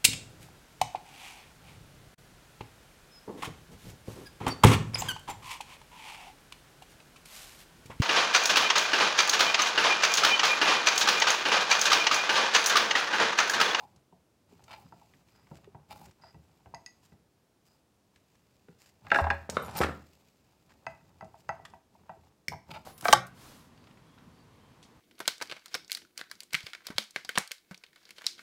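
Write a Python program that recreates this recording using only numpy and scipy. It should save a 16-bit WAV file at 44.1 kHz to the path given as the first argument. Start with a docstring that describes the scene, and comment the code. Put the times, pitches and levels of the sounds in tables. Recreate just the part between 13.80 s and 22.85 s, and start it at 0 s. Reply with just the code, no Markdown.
"""Wiring a small glazed pot

Pliers twist a thin wire tight in a pot, which rocks, grinds and clinks on a round wooden work table.
The pliers clatter down, cutters are dragged off the board, knock against the pot and snip the wire.
Blows are short noise bursts and dying tones; scrapes, rubbing and rustle are tiny random slips,
filtered to the sound of each body. Hands and sleeves rustle; the walls of a quiet yard answer."""
import sys
import numpy as np
from scipy import signal
from scipy.fft import rfft, irfft, next_fast_len
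from scipy.io import wavfile
from scipy.ndimage import map_coordinates

SR = 44100
rng = np.random.default_rng(int(sys.argv[2]) if len(sys.argv) > 2 else 0)


def master_out(mix):
    """Clip the mix to full scale and print it as 16-bit PCM to the path in sys.argv[1]."""
    frames = np.transpose(np.atleast_2d(mix))
    ceiling = np.clip(frames, -1, 1)
    pcm = np.round(ceiling * 32767).astype(np.int16)
    wavfile.write(sys.argv[1], SR, pcm)


N = 399105  # length in samples
T = np.arange(SR // 2) / SR  # the life of one blow (s)


def amp(db):
    """Turn dB into gain."""
    return 10 ** (np.asarray(db) / 20)


def unit(x):
    """Scale x to rms 1."""
    return x / np.sqrt(np.mean(x ** 2) + 1e-20)


def along(points, hz):
    """Read a curve of (f/Hz, value) points, straight on a log frequency axis."""
    f, v = np.transpose(points)
    return np.interp(np.log(hz + 1), np.log(f + 1), v)


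def wobble(rate):
    """A smooth random curve with rate knots a second."""
    knots = rng.standard_normal(int(N * rate / SR) + 4)
    return map_coordinates(knots, [np.arange(N) * rate / SR])


def coloured(x, level):
    """Filter x, without any pre-echo, so that its gain in dB is level(Hz)."""
    m = 2 * next_fast_len(len(x) // 2 + 4096)
    cepstrum = irfft(np.log(amp(level(np.fft.rfftfreq(m, 1 / SR))) + 1e-6))
    # folding the cepstrum forward in time gives the minimum-phase filter
    cepstrum[1:m // 2] *= 2
    cepstrum[m // 2 + 1:] = 0
    return irfft(rfft(x, m) * np.exp(rfft(cepstrum)))[:len(x)]


def shaped(x, spectrum):
    """Filter x along a table of (f/Hz, level/dB) points."""
    return coloured(x, lambda hz: along(spectrum, hz))


def add(track, s, sound):
    """Mix a sound in at time s."""
    part = track[max(round(s * SR), 0):][:len(sound)]
    part += sound[:len(part)]


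# how long the yard echoes: f/Hz, time to fall by 60 dB t60/s
YARD = [(90, 0.57), (260, 0.477), (700, 0.34), (2000, 0.36), (5000, 0.31), (14000, 0.29)]


def in_yard(x, wet_db):
    """Add a fresh diffuse echo in which each frequency dies at its own speed."""
    hz, t, z = signal.stft(rng.standard_normal(len(T)), SR, nperseg=256)
    fade = amp(-60 * t / along(YARD, hz)[:, None])
    tail = signal.istft(z * fade, SR, nperseg=256)[1][:len(T)]
    tail *= 1 - np.exp(-T / 0.0023)  # the echo swells in softly
    return x + amp(wet_db) * signal.fftconvolve(x, tail / np.linalg.norm(tail))[:len(x)]


def burst(spectrum, t60, chatter_db):
    """A sharp push and its dying micro-contacts, filtered; rms 0.1 over half a second."""
    chatter = rng.standard_normal(len(T)) * np.exp(-np.log(1000) * T / t60)
    force = amp(chatter_db) * chatter / np.linalg.norm(chatter)
    force[0] += 1
    return unit(shaped(force, spectrum)) / 10


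def ring(modes, colour, rise, scatter_db):
    """Dying tones that build up over a few cycles; strengths and pitches vary from blow to blow."""
    hz, db, t60 = np.transpose(modes)[:, :, None]
    chance = rng.standard_normal((len(modes), 2, 1))
    level = amp(db + along(colour, hz) + scatter_db * chance[:, 0])
    life = np.exp(-np.log(1000) * T / t60) * (1 - np.exp(-(T * hz / rise) ** 2))
    tones = np.sin(2 * np.pi * hz * T * (1 + 0.0095 * chance[:, 1]))
    return np.sum(level * life * tones, axis=0)


def grit(rate, spread_db, smooth):
    """Friction force: rate tiny uneven slips a second over a smooth hiss, bunched in clumps."""
    sizes = rng.standard_normal(N) * amp(spread_db * rng.standard_normal(N))
    slips = (rng.random(N) < rate / SR) * sizes
    clumps = amp(2.5 * wobble(160))
    return unit(clumps * (unit(slips) + smooth * rng.standard_normal(N)))


def through(force, resonances, valley_db, bright):
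    """Friction heard through a body's resonances, tilted by bright dB per octave above 1 kHz; rms 1."""
    def level(hz):
        power = amp(2 * valley_db) * (hz > resonances[0][0])  # the floor between the peaks
        for centre, width, db in resonances:
            power = power + amp(2 * db) / (1 + (2 * (hz - centre) / width) ** 2)
        return 10 * np.log10(power) + bright * np.log2(np.maximum(hz, 1000) / 1000)

    return unit(coloured(force, level))


def strokes(rows, resonances, force, valley_db):
    """Short friction strokes sounding through a body's resonances."""
    out = np.zeros(N)
    for start, end, db, bright in rows:
        slips = force[int(start * SR):][:max(int((end - start) * SR), 64)]
        slips = slips * signal.windows.tukey(len(slips), .4)
        slips = np.pad(slips, (0, len(slips)))  # room for the body to ring on
        add(out, start, amp(db) * through(slips, resonances, valley_db, bright))
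    return out


# the steady hush: f/Hz, level/dB
AIR = [(15, -53.5), (25, -20.5), (53, -4.5), (117, -4), (206, -6), (317, -7), (354, -8), (936, -17),
       (1560, -22), (1940, -24), (4870, -26.5), (5280, -26), (16000, -35)]


def air():
    """The steady hush of the yard: filtered noise."""
    return amp(-69.5) * unit(shaped(rng.standard_normal(N), AIR))


MOVE_ATTACK_S, MOVE_RELEASE_S = 0.018, .07  # half the fade-in, the whole fade-out


def held(start, end):
    """Attack, hold and release of one movement of the hand."""
    t = np.arange(N) / SR
    attack = np.interp(t, [start - MOVE_ATTACK_S, start + MOVE_ATTACK_S], [0, 1])
    return attack * np.interp(t, [end, end + MOVE_RELEASE_S], [1, 0])


# the hands twist, steady the pot or reach for a tool:
# start t/s, end t/s, effort level/dB, rustle over effort level/dB
MOVES = [(0.0, 0.165, -66.5, -14), (0.686, 1.06, -64, -9.5), (1.02, 1.396, -69, -5.5),
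         (1.46, 1.806, -68.5, -5.5), (1.812, 2.026, -66, -27), (2.093, 2.268, -58, -10),
         (2.36, 3.32, -72, -7.5), (3.856, 3.96, -74, -5), (4.327, 5.212, -77.5, -2),
         (5.227, 5.633, -58, -11), (6.046, 6.17, -62.5, -5), (6.178, 6.487, -71, -1.5),
         (6.5, 6.887, -75.5, -2.5), (6.873, 7.947, -67, -10.5), (8.122, 8.474, -68.5, -11),
         (8.877, 8.993, -57, -11)]
# low rumble of the table: f/Hz, level/dB per Hz
RUMBLE = [(21, -51.5), (35, -28), (76, 2.5), (108, 0), (176, 1), (294, -13), (400, -10), (502, -22),
          (559, -9), (600, -28.5), (780, -44), (1320, -120)]
# rubbing on the wood: f/Hz, level/dB per Hz
RUB = [(260, -57), (450, -10.5), (526, -6), (846, 2), (1130, -6.5), (1310, -8), (1910, -15.5),
       (2020, -19.5), (2420, -15.5), (3270, -23), (4000, -20.5), (5200, -50.5), (8800, -120)]
# sleeves and leaves: f/Hz, level/dB
RUSTLE = [(1180, -24.5), (2000, -5), (2710, -1), (3200, -7), (4530, -4.5), (4990, -3), (5780, -9),
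          (7570, -6), (9330, -18), (13100, -12), (16000, -15)]


def handling():
    """With each move the table rumbles, the pot's foot rubs on it, and sleeves and leaves rustle."""
    effort, brushing = np.zeros(N), np.zeros(N)
    for start, end, db, rustle_db in MOVES:
        move = amp(db) * held(start, end)
        effort = np.maximum(effort, move)
        brushing = np.maximum(brushing, amp(rustle_db) * move)
    rumble = unit(shaped(rng.standard_normal(N), RUMBLE)) * amp(1.9 * wobble(25))
    rub = unit(shaped(grit(rate=220, spread_db=1.5, smooth=0.63), RUB)) * amp(-5 + 1.1 * wobble(21))
    crinkle = grit(rate=700, spread_db=3, smooth=1.2)  # small catches of wool and leaves
    rustle = unit(shaped(crinkle, RUSTLE)) * amp(1.1 * wobble(48))
    return effort * rumble + in_yard(effort * rub + brushing * rustle, wet_db=-17)


# the pot's foot judders: start t/s, end t/s, level/dB before trim, brightness/dB per octave
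SKIDS = [(0.0, 0.03, -50, -5), (0.022, 0.06, -49.5, -27), (0.89, 0.955, -50, -4), (0.965, 1.045, -56.5, 1),
         (2.105, 2.135, -45, -0.5), (2.14, 2.26, -55.5, 2), (8.715, 8.735, -38, -4.5),
         (8.95, 8.995, -58, -6)]
# resonances of the foot on wood: f/Hz, width/Hz, level/dB
SOLE = [(805, 44, 2), (834, 37, 2.5), (990, 68, -5)]


def skids():
    """The pot's foot judders across the wood in uneven slips."""
    force = grit(rate=840, spread_db=3.0, smooth=0.8)
    return in_yard(amp(-7) * strokes(SKIDS, SOLE, force, valley_db=-32.0), wet_db=-11.5)


# steel on wire and rim: start t/s, end t/s, level/dB before trim, brightness/dB per octave
GRINDS = [(0.0, 0.055, -70, -0.5), (0.875, 0.975, -57.5, -7), (0.905, 0.945, -54, -5.5),
          (2.1, 2.137, -54, -3), (5.94, 5.995, -46, -11.5), (8.904, 8.919, -45, -6),
          (8.934, 8.96, -48.5, -7), (8.957, 8.983, -45.5, -10)]
# resonances of the rim: f/Hz, width/Hz, level/dB
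RIM = [(643, 20, -7), (873, 34, -2.5), (1350, 40, -4), (2347, 53, 0), (2780, 460, -6), (3700, 76, -1.5),
       (4240, 54, -2.5), (4860, 210, -3)]


def grinds():
    """Steel grinds on wire and rim, and its slips excite the rim's resonances."""
    force = grit(rate=1100, spread_db=2, smooth=.4)
    return in_yard(amp(-2) * strokes(GRINDS, RIM, force, valley_db=-17), wet_db=-11.5)


# light strokes along the glaze: start t/s, end t/s, level/dB before trim, brightness/dB per octave
GLIDES = [(0.0, 0.07, -83, 22), (0.96, 1.2, -72, 1), (1.5, 1.66, -64, -11.5), (2.405, 2.525, -55, -8),
          (3.15, 3.35, -80, 1), (3.86, 3.96, -67.5, 5)]
# resonances of the glaze: f/Hz, width/Hz, level/dB
GLAZE = [(1460, 280, -6.5), (1970, 140, -2.5), (4920, 120, 17), (5940, 200, -21), (7660, 400, -3)]


def glides():
    """Steel strokes lightly along the glaze, in many fine slips."""
    force = grit(rate=2500, spread_db=-7, smooth=0.79)
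    return in_yard(amp(-12) * strokes(GLIDES, GLAZE, force, valley_db=-17), wet_db=-11.5)


# wire and jaws tick: t/s, level/dB before trim, treble over middle level/dB
TICKS = [(0.1615, -58.5, -6), (0.8397, -54.5, -2), (1.337, -60, -25), (1.485, -60.5, -17), (1.67, -63, -31),
         (1.844, -56.5, -23), (2.3105, -56.5, -12), (4.3598, -56.5, -17.5), (4.5537, -61.5, -13),
         (5.6982, -30.5, -1.5), (6.0372, -29, -25), (7.101, -64, -7), (7.445, -61, -4),
         (7.8516, -40.5, -20.5), (7.8997, -57.5, -14)]
# sound of one tick: f/Hz, level/dB per Hz
TICK = [(500, -15), (1200, -1), (2500, -1.5), (3800, 0.5), (5300, 5.5), (7300, 5.5), (9500, -1.5),
        (16000, -18.5)]


def ticks():
    """Wire and jaws tick as they shift: short bright bursts."""
    out = np.zeros(N)
    for s, db, treble in TICKS:
        tick = burst(TICK, t60=0.037, chatter_db=23.0)
        tick = shaped(tick, [(2500, -treble / 2), (6000, treble / 2)])
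        add(out, s, amp(db - 3) * in_yard(tick, wet_db=-10.0))
    return out


# tones of the table top: f/Hz, level/dB, time to fall by 60 dB t60/s
TABLE = [(79, 3, .5), (104, -11, .16), (150, -10, .08), (171, -6, .11), (210, -13, .05), (262, -9, .07),
         (330, -11, .04), (405, -11, .07)]
HEAVY_DB = -24  # a bump this heavy sways the whole stand
LIGHT_LOSS = 0.48  # dB lost by the deepest tone for each dB a bump is lighter


def boom(db):
    """The table top's ring; the lighter the bump, the weaker its deepest tone."""
    colour = [(80, LIGHT_LOSS * (db - HEAVY_DB)), (150, 0.0095)]
    return amp(db) * ring(TABLE, colour, rise=0.71, scatter_db=7.5)


def rock(start_hz, end_hz, settle, t60):
    """The foot bounces on the wood; the contact softens as the load eases, so its pitch falls."""
    hz = end_hz + (start_hz - end_hz) * np.exp(-T / settle)
    hz = hz * (1 + 0.031 * rng.standard_normal())
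    life = np.exp(-np.log(1000) * T / t60) * (1 - np.exp(-T / 0.00058))
    return np.sin(2 * np.pi * np.cumsum(hz) / SR) * life


# tones of the pot on its table: f/Hz, level/dB, time to fall by 60 dB t60/s
POT = [(658, -14, 0.18), (816, -11.5, 0.098), (928, -3, 0.036), (1340, -2, 0.029), (1537, 1, 0.025),
       (1964, -3.5, 0.097), (2025, -10, 0.029), (2633, -9.5, 0.054), (2540, -7, 0.013), (4550, -4.5, 0.027),
       (4940, 7, 0.016), (5200, -8.5, 0.013), (6460, 2, 0.022), (8380, -13, 0.027), (10140, -11.5, 0.026)]
# chatter of the foot: f/Hz, level/dB per Hz
FOOT = [(200, -27.5), (550, -5.5), (720, 11.5), (850, 5.5), (1050, -19), (1350, -26), (2500, -13),
        (6000, -58)]


def pot_blow(knock, wall, ping, thump):
    """One contact: the foot rocks and chatters, wall and glaze ring, the table thumps (all in dB)."""
    colour = [(1100, knock), (1900, wall), (2900, wall), (4500, ping)]
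    clink = amp(1.0) * ring(POT, colour, rise=1.18, scatter_db=2.66)
    clink += amp(ping - 12.0) * burst(TICK, t60=0.045, chatter_db=-3)
    clink += amp(knock - 6.5) * rock(start_hz=1042, end_hz=677.5, settle=0.01127, t60=0.11)
    clink += amp(knock - 12) * burst(FOOT, t60=.06, chatter_db=8)
    clink += amp(thump + 4.0) * burst(RUMBLE, t60=0.23, chatter_db=6.5)
    clink += boom(thump - 7)
    return in_yard(clink, wet_db=-10)


# the pot is knocked and rocks, all before each part's trim: t/s, foot knock level/dB,
# hardness (wall's ring over the knock) level/dB, table's thump over the knock level/dB
POT_HITS = [(0.325, -53, -43, -3.5), (1.123, -43, -24, -12), (1.215, -49.5, -39, -34),
            (1.713, -42, -30, -1.5), (1.947, -42.5, -26, -5), (2.436, -44.5, -15, -15),
            (2.544, -52.5, -12, 4.5), (2.859, -45, -23, -5.5), (2.939, -34, -29, -19),
            (3.32, -55, -13, 1.5), (7.066, -32, 0, -18.5), (7.209, -59, -11, -5), (7.409, -40, -7.5, -21.5),
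            (7.424, -36, -33, -12), (7.542, -44.5, -27, -22), (7.691, -23.5, -9.5, -25.5),
            (7.793, -46, -36, -10.5), (7.936, -40, -21, -25), (8.151, -51, -40, -30),
            (8.294, -34, -20.5, -21), (8.734, -35, -23.5, -13), (8.891, -48, -15, 1.5)]
# steel tips graze the glaze and miss the foot:
# t/s, wall level/dB, ping over the wall's ring level/dB
TINKS = [(2.946, -44.5, -4), (3.062, -46, 0.5)]
GLAZE_DB = -17  # on a knock, the glaze's ping over the wall's ring
TINK_KNOCK_DB = -23  # what reaches foot and table from a graze


def pot():
    """Soft contacts rock the pot on its foot and thump the table; hard ones also ring wall and glaze."""
    out = np.zeros(N)
    for s, db, hardness, thump in POT_HITS:
        wall = db + hardness
        add(out, s, pot_blow(db, wall, wall + GLAZE_DB, db + thump))
    for s, db, ping in TINKS:
        add(out, s, pot_blow(db + TINK_KNOCK_DB, db, db + ping, db + TINK_KNOCK_DB))
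    return out


# hands and padded handles bump the table: t/s, level/dB
BUMPS = [(0.723, -48.5), (0.772, -58), (1.05, -50.5), (1.352, -53), (1.844, -59), (1.874, -51), (2.24, -58),
         (4.889, -50.5), (5.409, -29.5), (5.511, -36), (5.695, -48), (5.901, -54), (6.008, -34.5),
         (6.949, -57), (8.205, -51), (8.37, -50), (8.681, -44)]


def table():
    """The round top booms briefly on its stand when bumped."""
    out = np.zeros(N)
    for s, db in BUMPS:
        add(out, s, boom(db))
    return out


# skin and sleeve against leaves and soil:
# start t/s, end t/s, level/dB before trim, brightness/dB per octave
BRUSHES = [(1.74, 1.79, -61, -4.5), (2.085, 2.11, -71, -1), (2.225, 2.275, -60, -2.5),
           (3.225, 3.275, -65, -3), (3.85, 3.885, -68.5, -0.5), (4.975, 5.12, -62.5, -3),
           (6.89, 6.93, -60.5, -8.5), (7.57, 7.62, -67, -2.5)]
# broad resonances of the leaves: f/Hz, width/Hz, level/dB
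LEAVES = [(1800, 850, -2.5), (2830, 800, -1), (4930, 1100, 2.5), (7300, 1200, 3.5), (13000, 3700, -3)]


def brushes():
    """Skin and sleeve brush past leaves and soil in small catches."""
    force = grit(rate=540, spread_db=0, smooth=0.71)
    return in_yard(amp(-6.5) * strokes(BRUSHES, LEAVES, force, valley_db=-19.5), wet_db=-11.5)


# dull blows on the board: t/s, level/dB, bass relative level/dB, clack relative level/dB
THUDS = [(4.885, -55.5, 6, -1), (5.693, -32, 4, -8), (5.769, -18.5, -4.5, -0.5), (6.005, -27, 10, -5),
         (6.0137, -19.5, -3, -1.5), (6.019, -23, -8.5, 1.5), (6.034, -29, -19, 8), (6.046, -34, 9, 5),
         (6.062, -51, -14, -10), (6.091, -36.5, 6.5, -21)]
# sound of the struck board: f/Hz, level/dB per Hz
BOARD = [(40, -22.5), (90, -7), (250, 2.5), (450, 0.5), (950, -3), (1150, -3), (1350, 0), (1600, -6),
         (2200, -7.5), (2900, -20), (3700, -18.5), (5000, -36), (8000, -39), (15000, -55.5)]


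def thuds():
    """Padded handles and knuckles knock the board as the cutters are taken up."""
    out = np.zeros(N)
    for s, db, bass, clack_db in THUDS:
        push = burst(BOARD, t60=.025, chatter_db=6)
        blow = shaped(push, [(450, bass), (1300, clack_db)])
        add(out, s, amp(db) * in_yard(blow, wet_db=-6.0))
    return out


def clack(hz, arrival, length):
    """The first bending wave of a blow: a short packet that passes before the tones ring on."""
    packet = np.exp(-((T - arrival) / length) ** 2)
    return packet * np.sin(2 * np.pi * hz * T * (1 + 0.029 * rng.standard_normal()))


# the pliers land and bounce:
# t/s, pitch of the contact f/Hz, level/dB, crack over the blow level/dB before trim
PLIER_HITS = [(5.267, 1170, -45, -6), (5.303, 2720, -42, 1), (5.3162, 1605, -14.5, -13),
              (5.3345, 2500, -39, -6), (5.345, 1680, -19.5, -10.5), (5.358, 1500, -18, -14),
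              (5.3861, 1000, -18, -17), (5.395, 835, -22.5, -22), (5.441, 1013, -27, -17.5),
              (5.467, 830, -23.5, -31), (5.502, 1700, -20.5, -10), (5.507, 994, -24.5, -11)]
# tones of pliers lying on the board: f/Hz, level/dB, time to fall by 60 dB t60/s
PLIERS = [(395, -6.5, 0.076), (562, -15, 0.28), (665, -5.5, 0.15), (818, 1.5, 0.075), (945, 5, 0.021),
          (1323, -7.5, 0.075), (1512, -9.5, 0.06), (1637, -3.5, 0.095), (1816, -8.5, 0.044),
          (2080, -20.5, 0.033), (2487, -11, 0.024), (2740, -4.5, 0.035), (3570, -6, 0.028),
          (4234, -12.5, 0.035), (4434, -16.5, 0.0293), (5220, -16, 0.045)]
# crack of the contact: f/Hz, level/dB per Hz
CRACK = [(1180, -24), (2000, 3.5), (2550, -3), (2780, -4.5), (3120, -19.5), (3680, -13.5), (6200, -26),
         (16000, -55)]
OFF_PITCH_DB_PER_OCTAVE = 5  # tones far from the pitch of a contact are struck less


def pliers():
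    """Jaws and handles hit the board and bounce; each contact favours the tones near its own pitch."""
    out = np.zeros(N)
    for s, hz, db, crack in PLIER_HITS:
        colour = [(f, -OFF_PITCH_DB_PER_OCTAVE * abs(np.log2(f / hz))) for f in (400, 800, 1600, 2300)]
        colour += [(3500, crack)]
        hit = amp(0.5) * ring(PLIERS, colour, rise=3.6, scatter_db=1.5)
        hit += amp(6) * clack(hz, arrival=.0028, length=.0011)
        hit += amp(crack + 1.0) * burst(CRACK, t60=0.026, chatter_db=10.5)
        hit += amp(-13) * burst(BOARD, t60=0.086, chatter_db=7.5)
        add(out, s, amp(db) * in_yard(hit, wet_db=-10.5))
    return out


# the pliers skate as they land: start t/s, end t/s, level/dB before trim, brightness/dB per octave
SLIDES = [(5.33, 5.43, -50, -4.5)]
# resonances of the steel blades: f/Hz, width/Hz, level/dB
BLADES = [(4800, 1800, -3.5), (5617, 330, -0.5), (7600, 600, 1), (9300, 600, -2), (10420, 220, 0),
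          (12830, 190, -1.5), (14200, 300, -2.5)]


def slides():
    """The pliers skate over the board as they land, and the steel hisses."""
    force = grit(rate=5000, spread_db=0, smooth=0.65)
    return in_yard(amp(-7.5) * strokes(SLIDES, BLADES, force, valley_db=-20.5), wet_db=-11.5)


# the jaws jingle as the cutters are taken up: t/s, level/dB before trim
JINGLES = [(5.7, -52), (5.824, -49), (5.847, -43.5), (5.861, -47), (5.971, -35), (5.982, -55)]
# tones of the cutters: f/Hz, level/dB, time to fall by 60 dB t60/s
CUTTERS = [(5200, -18, 0.038), (6850, -0.5, 0.041), (7000, -7, 0.06), (9000, -8, .06), (10350, -9.5, 0.08),
           (12300, -6, 0.13), (12650, -15, .11), (14220, -7, 0.12)]


def cutters():
    """Small steel jaws ring high and briefly."""
    out = np.zeros(N)
    for s, db in JINGLES:
        jingle = ring(CUTTERS, [(5000, 0.027)], rise=2, scatter_db=10)
        add(out, s, amp(db - 9) * in_yard(jingle, wet_db=-12.0))
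    return out


# the pull of the cutters across the board: t/s, scrape level/dB before trim
DRAG = [(5.73, -51), (5.772, -59), (5.802, -66), (5.848, -58), (5.936, -58), (5.978, -40.5), (5.998, -47.5),
        (6.032, -39.5), (6.09, -70)]
WOOD_DB, WOOD_GROWS = -42, 0.34  # rubbing at the hardest pull; its dB for each dB of scrape


def drag():
    """The cutters are pulled across the board: blades hiss and wood rubs, both following the pull."""
    s, db = np.transpose(DRAG)
    pull_db = np.interp(np.arange(N) / SR, s, db)
    force = grit(rate=1300, spread_db=2, smooth=.5)
    blades = amp(pull_db + 1.5) * through(force, BLADES, valley_db=-15, bright=-6.5)
    wood = unit(shaped(grit(rate=600, spread_db=4, smooth=.5), RUB))
    wood += amp(-1.5) * unit(shaped(rng.standard_normal(N), RUMBLE))
    wood *= amp(WOOD_DB + WOOD_GROWS * (pull_db - db.max()))
    return in_yard(held(s[0], s[-1]) * (blades + wood), wet_db=-10)


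# the wire parts: f/Hz, level/dB per Hz
SNIP = [(530, -22.5), (900, -28), (1340, -32), (1600, -17), (2250, -3), (2660, -23), (3190, -12),
        (4050, -24.5), (4680, -10.5), (5480, -9.5), (6330, -12), (6800, -24), (12900, -29), (14000, -26),
        (16000, -39.5)]


def snip():
    """The cutters snap through the wire and jolt the table: a sharp burst, a tick and a rumble."""
    out = np.zeros(N)
    cut = amp(-27) * burst(SNIP, t60=0.0089, chatter_db=7.0)
    cut += amp(-45.5) * burst(TICK, t60=0.096, chatter_db=11)
    cut += amp(-37) * burst(RUMBLE, t60=0.3, chatter_db=9)
    add(out, 8.683, in_yard(cut, wet_db=-12))
    return out


def scene():
    """Everything at one close microphone."""
    rubbing = skids() + grinds() + glides() + brushes() + slides() + drag()
    blows = ticks() + pot() + table() + thuds() + pliers() + cutters() + snip()
    return (air() + handling() + rubbing + blows)[None]


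TOP_HZ = 15900  # nothing is kept from here up


def record(dry):
    """The microphone's limits: deep bass fades below 45 Hz and the treble stops at TOP_HZ."""
    x = signal.sosfilt(signal.butter(2, 45, "highpass", fs=SR, output="sos"), dry)
    m = next_fast_len(N + SR // 2)
    return irfft(rfft(x, m) * (np.fft.rfftfreq(m, 1 / SR) < TOP_HZ), m)[:, :N]


dry = scene()
out = record(dry)
master_out(out)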